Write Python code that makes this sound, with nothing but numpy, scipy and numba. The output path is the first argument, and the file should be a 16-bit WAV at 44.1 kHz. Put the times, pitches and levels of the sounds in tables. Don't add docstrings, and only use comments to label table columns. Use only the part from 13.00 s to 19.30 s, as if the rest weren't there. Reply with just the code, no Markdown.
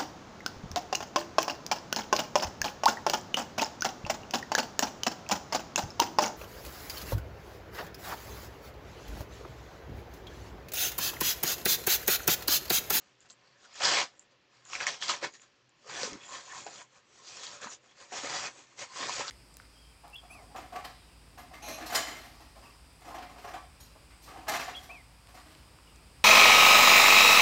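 import sys
import numpy as np
from scipy import signal
from scipy.fft import rfft, irfft
from scipy.io import wavfile
from scipy.ndimage import uniform_filter1d
from numba import njit

SR = 44100
rng = np.random.default_rng(int(sys.argv[2]) if len(sys.argv) > 2 else 0)


def put_to_file(sound):
    columns = np.atleast_2d(sound).T
    safe = np.clip(columns, -1, 1)
    whole_steps = np.round(safe * 32767)
    wavfile.write(sys.argv[1], SR, whole_steps.astype(np.int16))


def decibels_to_gain(level_db):
    exponent = np.asarray(level_db, float) / 20
    return 10 ** exponent


N = 277830
T = np.arange(N) / SR
RISE_CYCLES = 0.36
CLICK_DELAY_S = 0.00163
THIN_HZ = 260
LIFTED_S = 2.6

# offset from the movement's level in dB, share of its brightness (ratio),
# loss in dB per dB of movement level above -50.5, gain once lifted in dB, level at rest in dB.
PART_ANSWERS = [(0.34, -0.00047, 0.0913, 0.12, -76), (-0.3, 0.79, 0.0072, -0.26, -79.5),
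                (-4, 0.73, 0.1, 3, -89), (-9, -0.16, 0.2568, 1.5, -75), (-22.5, -.1, 0.32, 4.5, -91.5)]


def shape(x, points, bells=()):
    hz, db = np.transpose(points)
    f = np.maximum(np.arange(N // 2 + 1) * SR / N, 1)
    curve_db = np.interp(np.log(f), np.log(hz), db)
    for centre, width, gain_db in bells:
        curve_db = curve_db + gain_db * np.exp(-(2 * (f - centre) / width) ** 2)
    return irfft(rfft(x) * decibels_to_gain(curve_db), N)


def level(x, db):
    return x * decibels_to_gain(db) / np.sqrt(np.mean(x ** 2))


def hiss(lo_hz, hi_hz):
    band = signal.butter(2, [lo_hz, hi_hz], "band", fs=SR, output="sos")
    return level(signal.sosfilt(band, rng.standard_normal(N)), 0)


def walk(rate):
    k = int(SR / rate)
    held = np.repeat(rng.standard_normal(N // k + 1), k)
    return 0.98 * uniform_filter1d(uniform_filter1d(held, k), k)[:N]


@njit
def clicks(n, start, turn, fade, rise, size):
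    out = np.zeros(n)
    for k in range(len(start)):
        phasor = size[k] + 0j
        step = np.exp(1j * turn[k] - fade[k])
        lack = 1.
        for i in range(max(start[k], 0), min(start[k] + int(6 / fade[k]), n)):
            phasor *= step
            lack *= rise[k]
            out[i] += phasor.imag * (1 - lack)
    return out


def ring(s, hz, cycles, size):
    start = (s * SR).astype(np.int64)
    turn = 2 * np.pi * hz / SR
    fade = np.log(10) * hz / cycles / SR
    rise = np.exp(-hz / SR / RISE_CYCLES)
    return clicks(N, start, turn, fade, rise, size)


def thin(x):
    return signal.sosfilt(signal.butter(2, THIN_HZ, "high", fs=SR, output="sos"), x)


def scatter(db):
    g = decibels_to_gain(np.minimum(db, 15))
    return g / np.sqrt(np.mean(g ** 2))


def effort(t, offset_db, share, loss, lifted_db, rest_db):
    # strongest moment in seconds, rise and fall times for 20 dB in seconds,
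    # level in dB before the part's answer, brightness in dB before the part's share.
    moves = [(.01, .1, 0.22, -68.5, -1), (.215, .012, .05, -70, 4), (0.308, 0.025, 0.026, -63.5, 7),
             (.26, .03, .04, -62.5, -7), (.45, 0.21, 0.35, -70.5, -7.5), (.655, .09, .03, -64, 5),
             (.765, 0.027, .06, -59, 12.5), (.808, .01, .05, -39.5, -6), (.845, .04, .15, -27, 1),
             (.92, 0.11, 0.09, -30.5, -1.5), (1.0, 0.19, 0.057, -26.5, -4), (1.32, 0.029, 0.028, -75, 5),
             (1.15, 0.11, .2, -73.5, -7), (1.55, 0.077, 0.3, -70.5, -1.5), (1.742, 0.069, 0.11, -45, 1.5),
             (1.82, 0.069, 0.067, -38.5, -6.5), (1.88, 0.022, 0.1, -35.5, -0.5), (2.03, .03, 0.1, -43, 6.5),
             (2.099, 0.032, .035, -33, 4), (2.13, .04, .08, -41, 1), (2.244, 0.033, 0.046, -31.5, -8),
             (2.35, 0.041, 0.042, -60.5, 4), (2.43, .04, 0.095, -69.5, 2.5),
             (2.57, 0.17, 0.17, -78.5, -4.5), (2.875, 0.011, .05, -57, -1), (2.899, .02, 0.44, -44, -8.5),
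             (3.001, 0.1, .1, -44.5, -7), (3.038, 0.15, 0.11, -42.5, 3.5), (3.25, 0.061, .1, -60.5, 2),
             (3.35, 0.087, 0.12, -45.5, -1), (3.5, 0.18, 0.071, -60, 2), (3.58, 0.15, 0.13, -49, 0),
             (3.67, 0.026, 0.14, -53.5, -12), (3.75, 0.17, .1, -56.5, 3), (3.81, 0.14, 0.036, -53.5, -1.5),
             (3.97, .1, 0.056, -63, -3.5), (4.19, 0.15, 0.17, -64.5, 2), (4.284, 0.068, 0.17, -56, 5.5),
             (4.38, 0.11, 0.3, -55, 2), (4.45, 0.095, 0.091, -53, 7.5), (4.54, 0.18, .08, -51.5, -1),
             (4.635, 0.039, 0.077, -44, -5.5), (4.726, 0.031, .04, -51.5, 5),
             (4.85, 0.062, 0.14, -65.5, -6), (4.91, 0.028, 0.034, -65.5, -4),
             (5.01, .07, 0.11, -54.5, -2.5), (5.128, 0.014, 0.14, -43, -4.5),
             (5.165, .05, 0.15, -42.5, -0.5), (5.25, 0.034, 0.27, -40.5, -10),
             (5.36, 0.21, 0.13, -38.5, -0.5), (5.46, 0.087, 0.052, -37, -6.5),
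             (5.589, 0.12, .12, -57, -2.5), (5.72, 0.092, 0.17, -66, -4), (5.79, 0.023, .05, -47.5, -1),
             (5.819, 0.035, 0.064, -42, -3), (5.971, 0.05, 0.23, -47.5, 2), (6.039, 0.13, 0.31, -38, -6.5),
             (6.15, 0.24, 0.13, -53.5, 14.5), (6.206, 0.075, 0.056, -36, -5.5),
             (6.29, 0.093, .1, -46.5, 3.5)]
    roundness = 1.293
    power = decibels_to_gain(2 * rest_db) + 0 * t
    for top, rise, fall, db, bright_db in moves:
        away = np.where(t < top, (top - t) / rise, (t - top) / fall)
        top_db = db + offset_db + share * bright_db - loss * (db + 50.5)
        top_db += lifted_db * (top > LIFTED_S)
        power = power + decibels_to_gain(2 * (top_db - 20 * away ** roundness))
    return np.sqrt(power)


def background():
    # frequency in Hz, relative density in dB.
    air_colour = [(15, -68), (25, -37), (110, 0), (385, -3), (425, -10.5), (571, -7.5), (630, -13),
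                  (712, -11), (2900, -7.5), (5780, -19.5), (7210, -28), (9000, -45.5), (11700, -72),
                  (19800, -120)]
    hum_hz, hum_width_hz = 123.3, 9.8
    air = level(shape(rng.standard_normal(N), air_colour), -69) * decibels_to_gain(1.1 * walk(7.4))
    hum_gain = decibels_to_gain(-76 + 5.1 * walk(10))
    hum = hum_gain * hiss(hum_hz - hum_width_hz / 2, hum_hz + hum_width_hz / 2)
    rumble = decibels_to_gain(-82.5) * hiss(13, 77)
    return air + hum + rumble


def slide(lo_hz, hi_hz, count):
    patchy_db, patch_per_s = 4.5, 18
    edges = np.linspace(lo_hz, hi_hz, count + 1)
    strips = [hiss(a, b) * decibels_to_gain(patchy_db * walk(patch_per_s)) for a, b in zip(edges, edges[1:])]
    return level(sum(strips), 0)


def wrap():
    # lowest and highest pitch in Hz, median cycles a click, clicks in dB and sliding hiss
    # in dB, both relative to the part's effort.
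    parts = [(646, 2580, 3.16, -2.5, -4.5), (2700, 5950, 10.7, -3, -4), (5700, 8395, 20.5, -5.5, -5.5),
             (102.7, 628, 2.5, -3, -3), (66, 135, 6.5, -18, -1.5)]
    strip_counts = [7, 9, 7, 3, 1]
    creases_per_s = 1500
    shared_db, own_db = 2.5, 2
    count = int(creases_per_s * N / SR)
    when = rng.random(count) * N / SR
    sign = rng.choice([-1, 1], count)
    shared = shared_db * rng.exponential(size=count)
    out = 0
    steps = T[::44]
    for (lo, hi, cycles, click_db, slide_db), answer, strips in zip(parts, PART_ANSWERS, strip_counts):
        hz = lo * (hi / lo) ** rng.random(count)
        length = cycles * np.exp(.5 * rng.standard_normal(count))
        size = scatter(shared + own_db * rng.exponential(size=count))
        peak = np.sqrt(4 * np.log(10) * hz / length / creases_per_s)
        gain = effort(steps, *answer)
        crease_gain = np.interp(when, steps, gain) * decibels_to_gain(click_db)
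        creases = ring(when, hz, length, sign * size * peak * crease_gain)
        out = out + (thin(creases) if lo > THIN_HZ else creases)
        out = out + slide(lo, hi, strips) * np.interp(T, steps, gain) * decibels_to_gain(slide_db)
    return out


def prickles():
    per_s = 160
    base_db, scatter_db, once_lifted_db = 5.5, 4, -4
    when, pitch, size, sign = rng.random((int(per_s * N / SR), 4)).T
    when = when * N / SR
    db = base_db - scatter_db * np.log(size + .05) + once_lifted_db * (when > LIFTED_S)
    crack = np.sign(sign - .5) * decibels_to_gain(db) * effort(when, *PART_ANSWERS[0])
    return thin(ring(when, 2200 * 2.8 ** pitch, 1.3 + 0 * when, crack))


def panels():
    # middle in seconds, half-length of the run in seconds, pitch in Hz,
    # level in dB before the scatter of its ticks.
    panel_runs = [(0.221, .05, 7300, -74), (0.315, .033, 7600, -59.5), (.48, .16, 4500, -74),
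                  (.448, .1, 1080, -75.5), (.57, .08, 1754, -71), (0.654, .04, 1430, -60.5),
                  (0.745, .03, 7070, -65), (0.821, 0.036, 836, -44), (.9, .12, 485, -42.5),
                  (.865, .085, 1630, -38), (1.206, .064, 7450, -70), (1.216, .027, 8650, -72),
                  (1.691, .064, 7000, -62.5), (1.705, 0.024, 1280, -63), (1.763, 0.045, 5700, -59),
                  (1.827, .04, 4670, -52), (2.037, .06, 3100, -53), (2.099, .065, 1220, -52),
                  (2.168, .075, 940, -55), (2.347, .07, 6800, -68), (2.359, .046, 1900, -65),
                  (2.414, .052, 7100, -70), (2.871, .05, 1200, -61), (2.902, .028, 4800, -56),
                  (2.898, .11, 504, -59), (2.959, .047, 3400, -51), (3.11, 0.053, 2450, -61),
                  (3.132, .06, 260, -40.5), (3.24, .064, 2560, -60.5), (3.247, .095, 3350, -60),
                  (3.297, .1, 7240, -57), (3.337, .09, 1100, -50), (3.495, .11, 6870, -61),
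                  (3.531, .065, 1770, -50.5), (3.548, .14, 1000, -53), (3.677, .25, 7050, -63.5),
                  (3.807, .055, 980, -66), (3.731, .055, 4520, -67), (4.228, .085, 1030, -65.5),
                  (4.29, .075, 4350, -63), (4.375, .06, 5470, -58), (4.386, .045, 4220, -61),
                  (4.552, .063, 6590, -64), (4.657, .105, 1150, -56), (4.716, .065, 6950, -57.5),
                  (4.726, .047, 5900, -54.5), (5.146, .03, 716, -46), (5.165, .1, 1800, -55),
                  (4.891, .088, 6900, -78), (4.909, .04, 3270, -65.5), (5.063, 0.041, 8050, -76),
                  (5.192, .145, 6800, -60), (5.805, .045, 5990, -53.5), (5.9, .07, 4420, -65),
                  (5.928, .07, 8000, -66), (5.989, .07, 1070, -47), (5.909, .03, 1060, -57),
                  (6.003, .074, 4380, -52.5), (6.096, .055, 1100, -51), (6.269, .07, 1320, -49.5)]
    middle, half, hz, db = (column[:, None] for column in np.transpose(panel_runs))
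    width = 127 + 0.023 * hz
    count = 40
    chance = rng.random((len(panel_runs), count, 3))
    place = 2 * chance[..., 0] - 1
    cycles = np.log(10) / np.pi * hz / width + 0 * place
    peak = np.sqrt(4 * np.log(10) * hz / cycles * 2 * half / count)
    size = decibels_to_gain(db + 3.0 * chance[..., 1]) * peak * np.cos(np.pi * place / 2) ** 2
    size *= rng.choice([-1, 1], size.shape)
    pitch = hz + 0.19 * width * (chance[..., 2] - .5)
    return ring((middle + place * half).ravel(), pitch.ravel(), cycles.ravel(), size.ravel())


def ticks():
    # listed time in seconds, just before the click, size in dB,
    # pitch in Hz, length in cycles.
    lone_ticks = [(.204, -44.5, 7250, 9), (.299, -36, 3980, 4), (.3036, -32, 6750, 4.3),
                  (1.152, -52, 5500, 3), (1.193, -38, 7260, 16), (1.57, -48, 5000, 3),
                  (1.944, -33, 2500, 2.5), (1.952, -33, 5500, 3), (1.968, -36, 4800, 3),
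                  (2.058, -30, 3000, 2.5), (2.177, -33, 5500, 3), (2.213, -36, 5500, 3),
                  (2.3957, -34.5, 2500, 1.5), (2.478, -49, 4500, 2.5), (2.692, -50.5, 7300, 8)]
    s, db, hz, cycles = np.transpose(lone_ticks)
    return ring(s + CLICK_DELAY_S, hz, np.clip(cycles, 1, 40), decibels_to_gain(db))


def snaps():
    # listed time in seconds, just before the click, level in dB that click,
    # edge and shower are set against, pitch in Hz, sharp edge in dB relative to that level.
    folds = [(.754, -33, 6560, -14), (.804, -21.5, 840, 0), (.831, -21, 4740, -7), (1.53, -53, 1130, -4),
             (1.651, -37.5, 7200, -6), (1.698, -41, 1320, -6), (1.731, -20.5, 2700, -14),
             (1.751, -19.5, 2410, -2), (1.802, -21, 2430, -8), (1.808, -21, 1500, -1),
             (1.829, -23, 2500, -1.5), (1.837, -25, 1800, -1.5), (1.857, -29.5, 3500, -2.5),
             (1.8665, -11, 2040, -12), (2.023, -17.5, 3230, -6), (2.081, -21, 4800, 0.5),
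             (2.091, -20, 5200, -3), (2.095, -18, 1264, -2), (2.107, -19, 4500, -2), (2.137, -25, 2200, -7),
             (2.226, -24, 521, -9), (2.337, -40, 6610, -10), (2.417, -40, 7060, -8), (2.862, -42, 507, -9),
             (2.894, -31, 1260, -7), (2.963, -33, 4500, -2), (3.012, -29, 5300, -3), (3.02, -27, 5600, -2),
             (3.031, -26.5, 498, 19), (3.042, -25, 4800, -4), (3.13, -28.5, 5700, -6),
             (3.502, -39.5, 1120, -3), (3.664, -28.5, 800, -10), (3.812, -34, 1030, -10),
             (4.369, -34, 5230, -6), (4.432, -28.5, 4870, -6), (4.466, -27.5, 4280, -5),
             (4.615, -33, 7100, -2), (4.643, -30.5, 1210, -6), (4.669, -28.5, 1000, -9),
             (4.711, -42, 5900, -9), (5.119, -31, 746, -18), (5.243, -30, 586, -5), (5.339, -27.5, 774, -3),
             (5.791, -30, 5950, -15), (6.029, -23, 1110, -13), (6.093, -22.5, 1020, 3.5),
             (6.205, -24, 934, -11), (6.279, -22, 4360, 0)]
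    shower_t60_s, lo_hz, hi_hz = .1, 807, 7900
    s, db, hz, edge_db = np.transpose(folds)
    cycles = 4.7 + .6 * np.log2(hz / 2000)
    out = ring(s + CLICK_DELAY_S, hz, cycles, decibels_to_gain(db - 1.5))
    out += ring(s + CLICK_DELAY_S, 4500 + 0 * s, 1.5 + 0 * s, decibels_to_gain(db + edge_db))
    chance = rng.random((len(s), 70, 4))
    late = chance[..., 0] * shower_t60_s / 2
    pitch = lo_hz * (hi_hz / lo_hz) ** chance[..., 1] ** 0.625
    near_pitch = hz[:, None] * (0.842 + 0.23 * chance[..., 1])
    pitch = np.where(chance[..., 3] < 1 / 3, near_pitch, pitch)
    follower_db = (db - 14)[:, None] - 60 * late / shower_t60_s - 3 * np.log(chance[..., 2] + .06)
    size = decibels_to_gain(follower_db) * np.sign(chance[..., 3] % .1 - .05)
    shower = ring((s[:, None] + late).ravel(), pitch.ravel(), 7.3 + 0 * late.ravel(), size.ravel())
    return thin(out + shower)


def bumps():
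    # start in seconds, size in dB, pitch in Hz.
    thuds = [(2.094, -37, 379), (1.75, -55, 68.4), (2.11, -44, 215), (2.225, -36, 342), (2.25, -44, 200),
             (3.032, -38, 435), (3.036, -46, 150), (3.049, -37.5, 239), (3.075, -34.5, 430),
             (3.123, -47, 266), (3.66, -45, 450), (4.659, -37.5, 229), (5.124, -46, 347),
             (5.235, -34.5, 280), (6.002, -39.5, 264), (6.028, -44, 383), (6.196, -31.5, 456)]
    s, db, hz = np.transpose(thuds)
    return ring(s, hz, 5.5 + 0 * s, decibels_to_gain(db))


def room(x):
    t60_s, gap_s, room_db = 0.13, 0.0032, -11.5
    t = T[:SR // 2]
    bright = rng.standard_normal(len(t)) * decibels_to_gain(-60 * t / (0.52 * t60_s))
    dull = uniform_filter1d(rng.standard_normal(len(t)), 7) * decibels_to_gain(-60 * t / t60_s)
    tail = (bright + 0.63 * dull) * (t > gap_s)
    tail /= np.sqrt(np.sum(tail ** 2))
    return signal.fftconvolve(x, tail)[:N] * decibels_to_gain(room_db)


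def scene():
    near = wrap() + prickles() + panels() + ticks() + snaps() + bumps()
    return (near + room(near) + background())[None]


def roll_off(x):
    return signal.sosfilt(signal.butter(12, 9150, fs=SR, output="sos"), x)


def record(dry):
    # frequency in Hz, gain in dB.
    mic_curve = [(20, -16), (60, -5.5), (120, -6), (300, -3), (1100, -0.5), (3000, -0.5), (6000, 2),
                 (7200, 6), (8300, -7.5), (8700, -8), (9100, -17.5)]
    # centre in Hz, width in Hz, gain in dB.
    housing_bells = [(516, 352, 4), (1080, 440, 2.5), (1790, 270, 2.5), (2615, 320, 2.5), (3340, 320, 1.5),
                     (3634, 290, -1), (4250, 400, 2), (4880, 310, 3), (5100, 180, -5), (5450, 130, 1.5),
                     (7140, 120, -0.5), (7310, 170, -6.5), (7660, 79, -12)]
    coloured = shape(dry[0], mic_curve, housing_bells)
    top_cut = signal.ellip(10, .3, 80, 9150, fs=SR, output="sos")
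    mix = signal.sosfilt(top_cut, coloured)[None]
    return roll_off(mix)


dry = scene()
out = record(dry)
put_to_file(out)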